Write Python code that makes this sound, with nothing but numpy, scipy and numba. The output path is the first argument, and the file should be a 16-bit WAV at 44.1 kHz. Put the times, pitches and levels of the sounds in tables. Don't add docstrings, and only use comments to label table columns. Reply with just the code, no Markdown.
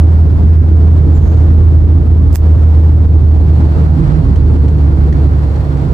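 import sys
import numpy as np
from scipy import signal
from scipy.fft import rfft, irfft, next_fast_len
from scipy.io import wavfile
from scipy.ndimage import minimum_filter1d
from numba import njit

SR = 44100
rng = np.random.default_rng(int(sys.argv[2]) if len(sys.argv) > 2 else 0)


def to_wav(sig):
    pcm = np.clip(np.atleast_2d(sig), -1, 1) * 32767
    pcm = np.round(pcm).astype(np.int16)
    wavfile.write(sys.argv[1], SR, pcm.T)


N = 261513


def engine(waver_db, waver_rad):
    # (time [s], firing rate [Hz], boom level [dB], second harmonic level [dB])
    firing = [(0, 80.1, -8, -35), (2.05, 80.1, -7, -33), (2.35, 78.9, -7, -33), (2.9, 78.6, -7, -33),
              (3.5, 77.6, -10, -28), (3.93, 77, -12.5, -24), (4.03, 76.6, -19, -16), (4.19, 75.6, -16, -17),
              (4.3, 74.9, -12, -29), (4.55, 74.7, -9, -29), (4.9, 74.0, -10.5, -23),
              (5.3, 72.2, -12.5, -29), (5.6, 71.8, -18, -28), (5.8, 71.3, -22, -22), (5.93, 71, -25, -27)]
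    hz, boom_db, octave_db = in_time(firing)
    phase = 2 * np.pi * np.cumsum(hz) / SR + waver_rad * drift(2.5)
    boom = from_db(boom_db + waver_db * drift(6.7)) * np.sin(phase)
    octave_phase = 2 * phase + .5 * drift(12.0)
    octave = from_db(octave_db + 1.5 * drift(12.0)) * np.sin(octave_phase)
    return np.sqrt(2) * (boom + octave * sides(-4.5))


def snaps():
    # (time [s], click level [dB], rustle decay t60 [s])
    contacts = [(2.3278, -36, .03), (2.339, -38, .015), (2.343, -40, .05), (2.350, -21, .008),
                (2.352, -29, .02), (2.3566, -1, .003), (2.3577, 13, .003), (2.359, -22, .08),
                (2.363, -18, .006), (2.3672, -19, .006)]
    # (frequency [Hz], level [dB], decay t60 [s])
    port = [(700, -10, 0.0024), (1500, 1, 0.0011), (3340, -13, 0.0013), (5600, -1, 0.00074),
            (7800, 0, 0.0012), (12000, 4.5, 0.00092), (14800, -1, .0015)]
    rustle_db, rustle_follows = -20, .7
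    rustle_gain = sum(dying(s, rustle_db + rustle_follows * click_db, t60) for s, click_db, t60 in contacts)
    drive = rng.standard_normal(N) * rustle_gain + 1e-18
    for s, click_db, _ in contacts:
        drive[round(s * SR)] += from_db(click_db)
    ringing = 0
    for hz, level_db, t60 in port:
        r = from_db(-60 / (t60 * SR))
        w = 2 * np.pi * hz / SR
        mode = signal.lfilter([0, np.sin(w)], [1, -2 * r * np.cos(w), r * r], drive)
        ringing = ringing + from_db(level_db) * mode
    return ringing * from_db([[-24], [0]])


def squeak(blur_rad, octave_db):
    # (start [s], frequency [Hz], level [dB], hold from start [s], decay t60 [s])
    notes = [(1.13, 7200, -58, .04, .15), (1.155, 6540, -60.5, .12, .8)]
    attack_s, lean_db = .012, -16.0
    t, out = np.arange(N) / SR, 0
    for s, hz, level_db, hold_s, t60 in notes:
        attack = np.clip((t - s) / attack_s, 0, 1)
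        decay = from_db(level_db - 60 * np.clip(t - s - hold_s, 0, 1) / t60)
        phase = 2 * np.pi * hz * t + blur_rad * drift(120)
        tone = np.sin(phase) + from_db(octave_db) * np.sin(2 * phase)
        out = out + attack * decay * from_db(3.0 * drift(60)) * tone
    return out * sides(lean_db)


def ticks(rise_s):
    # (time [s], level before softening [dB])
    puffs = [(4.357, -40), (4.68, -40), (5.125, -40), (5.557, -45), (5.77, -46)]
    # (frequency [Hz], relative density [dB per Hz])
    trim = [(800, -14.5), (1950, 10), (2500, -3.5), (3250, 3.5), (3700, -11.5), (4300, 4), (5000, -10.5),
            (5700, -4), (7600, -11), (11000, -22)]
    t60_s, lean_db = .05, -8
    noise = rms_one(irfft(coloured(trim, channels=1)[1])[0, :N])
    shape = sum(dying(s, db, t60_s) for s, db in puffs) * sides(lean_db)
    r = np.exp(-1 / (rise_s * SR))
    return noise * signal.lfilter([1 - r], [1, -r], shape + 1e-18)


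def rumble(swell_db):
    # (frequency [Hz], relative density [dB per Hz])
    rumble_colour = [(25, -24.5), (36, -6), (44, 1), (56, 3.5), (68, -2.5), (100, -0.5), (140, -4.5),
                     (175, -10.5), (200, -13), (235, -16.5), (330, -19), (450, -25), (700, -68),
                     (3000, -110)]
    level_db, follows = -14, 0.58
    return from_db(level_db + follows * swell_db) * road_noise(rumble_colour, gust_db=1.52, flutter_db=0.45)


def roar(swell_db):
    # (frequency [Hz], relative density [dB per Hz])
    roar_colour = [(200, -25.5), (350, -18.5), (450, -8.5), (570, -10), (780, -12.5), (1300, -21.5),
                   (2400, -33.5), (4400, -38), (6300, -46), (8300, -45), (9000, -50.5), (9600, -63.5),
                   (12000, -64), (16000, -72)]
    return from_db(-34 + swell_db) * road_noise(roar_colour, gust_db=-0.63, flutter_db=1.0)


def hiss(swell_db):
    # (frequency [Hz], relative density [dB per Hz])
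    window = [(700, -31), (1300, 14), (2200, -3.5), (3300, -17.5), (4300, -9), (6000, -20.5), (8000, -26),
              (10000, -37.5), (13000, -60.5)]
    level_db, follows = -47, 1.7
    return from_db(level_db + follows * swell_db) * from_right(window, lean_db=-3.5, flutter_db=3.0)


def whistle():
    # (frequency [Hz], relative density [dB per Hz])
    band = [(3600, -30), (4050, -9), (4300, 0), (4550, -9), (5100, -30)]
    joining_db = np.interp(np.arange(N) / SR, [2.3, 3.3], [-17, 0])
    return from_db(-61.5 + joining_db) * from_right(band, lean_db=-14.0, flutter_db=1.5)


def air():
    # (frequency [Hz], relative density [dB per Hz])
    air_colour = [(8500, -21.5), (9700, -6), (11500, -1), (13000, -1.5), (15000, -4.5), (16000, -9)]
    return from_db(-65) * rms_one(irfft(coloured(air_colour, channels=2)[1])[:, :N])


def road_swell():
    # (time [s], level [dB])
    swell = [(0, 0.5), (.6, -0.5), (1.2, 2), (2.0, 0), (3.0, 0), (3.55, 0), (3.8, 2.5), (3.95, -0.5),
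             (4.12, 4), (4.27, 1), (4.37, 2.5), (4.6, -0.5), (5.2, 1.5), (5.45, 0), (5.55, 1), (5.67, 0),
             (5.8, 1.5), (5.93, 0.5)]
    return in_time(swell)[0]


def road_noise(spectrum, gust_db, flutter_db):
    # (frequency [Hz], correlation [-1 to 1])
    likeness = [(60, 0.92), (130, 1), (290, 0.83), (640, 0.36), (1410, -0.016), (3100, 0.11), (6820, 0.24),
                (15000, -0.68)]
    # (frequency [Hz], left minus right [dB])
    lean = [(60, -5), (110, -3.5), (200, -4.5), (380, -1.5), (700, -1), (1290, 0.5), (2380, 0.5),
            (4400, -2), (8120, 1), (15000, -1)]
    # (frequency [Hz], width [Hz], lift [dB])
    cabin = [(243, 16, 0), (268.7, 19, 7.5), (325, 35, 6), (450, 71, 3)]
    hz, (mid, side) = coloured(spectrum, channels=2)
    alike = np.clip(at_hz(likeness, hz), -1, 1)
    pair = np.sqrt(1 + alike) * mid + np.sqrt(1 - alike) * side * [[1], [-1]]
    pair = pair * sides(at_hz(lean, hz))
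    for centre_hz, width_hz, lift_db in cabin:
        pair = pair * from_db(lift_db / (1 + (2 * (hz - centre_hz) / width_hz) ** 2))
    level = from_db(gust_db * drift(0.83) + flutter_db * drift(27.0))
    return rms_one(irfft(pair)[:, :N] * level)


def from_right(spectrum, lean_db, flutter_db):
    lag_s = .00036
    hz, noise = coloured(spectrum, channels=1)
    delay = np.exp(-2j * np.pi * hz * lag_s * np.array([[1], [0]]))
    return rms_one(irfft(noise * delay)[:, :N] * sides(lean_db) * from_db(flutter_db * drift(10.0)))


def coloured(spectrum, channels):
    size = next_fast_len(N)
    hz = np.maximum(np.arange(size // 2 + 1) * SR / size, 1)
    return hz, rfft(rng.standard_normal((channels, size))) * from_db(at_hz(spectrum, hz))


def dying(s, level_db, t60):
    t = np.arange(N) / SR - s
    return from_db(level_db - 60 * np.clip(t, 0, 1) / t60) * (t >= 0)


def drift(rate):
    r = np.exp(-80 * np.pi * rate / SR)
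    noise = rng.standard_normal(N // 40 + 2002)
    slow = signal.lfilter([1], [1, -2 * r, r * r], noise)[2000:]
    return np.interp(np.arange(N) / 40, np.arange(len(slow)), rms_one(slow))


def sides(lean_db):
    return from_db(np.array([[.5], [-.5]]) * lean_db)


def in_time(rows):
    s, *columns = np.transpose(rows)
    return [np.interp(np.arange(N) / SR, s, c) for c in columns]


def at_hz(points, hz):
    table_hz, values = np.transpose(points)
    return np.interp(np.log(hz), np.log(table_hz + 1), values)


def from_db(db):
    return 10 ** (np.asarray(db) / 20)


def rms_one(x):
    return x / np.sqrt(np.mean(x ** 2) + 1e-20)


def scene():
    swell_db = road_swell()
    drone = engine(waver_db=.9, waver_rad=.15)
    seal = squeak(blur_rad=2.1, octave_db=-8.0)
    contacts = snaps() + seal + ticks(rise_s=0.0012)
    road = rumble(swell_db) + roar(swell_db)
    return drone + contacts + road + hiss(swell_db) + whistle() + air()


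@njit
def follow(wanted, fall, rise):
    gain, out = wanted[0], np.empty_like(wanted)
    for i in range(len(wanted)):
        gain += (wanted[i] - gain) * (fall if wanted[i] < gain else rise)
        out[i] = gain
    return out


def limiter(x, ceiling, ahead_s, attack_s, release_s):
    span = round(ahead_s * SR)
    wanted = np.minimum(1, ceiling / (np.abs(x).max(0) + 1e-9))
    wanted = minimum_filter1d(wanted, span, origin=-(span // 2), mode="nearest")
    return x * follow(wanted, 1 / (attack_s * SR), 1 / (release_s * SR))


def record(dry):
    bass_cut = signal.butter(2, 37, "high", fs=SR, output="sos")
    top_cut = signal.cheby2(16, 60, 15850, fs=SR, output="sos")
    hot = signal.sosfilt(bass_cut, dry) * from_db(3.5)
    held = limiter(hot, ceiling=0.95, ahead_s=0.0047, attack_s=0.0022, release_s=0.045)
    held = np.clip(held * from_db([[.3], [1.3]]), -1, 1)
    return np.clip(signal.sosfilt(top_cut, held), -1, 1)


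dry = scene()
out = record(dry)
to_wav(out)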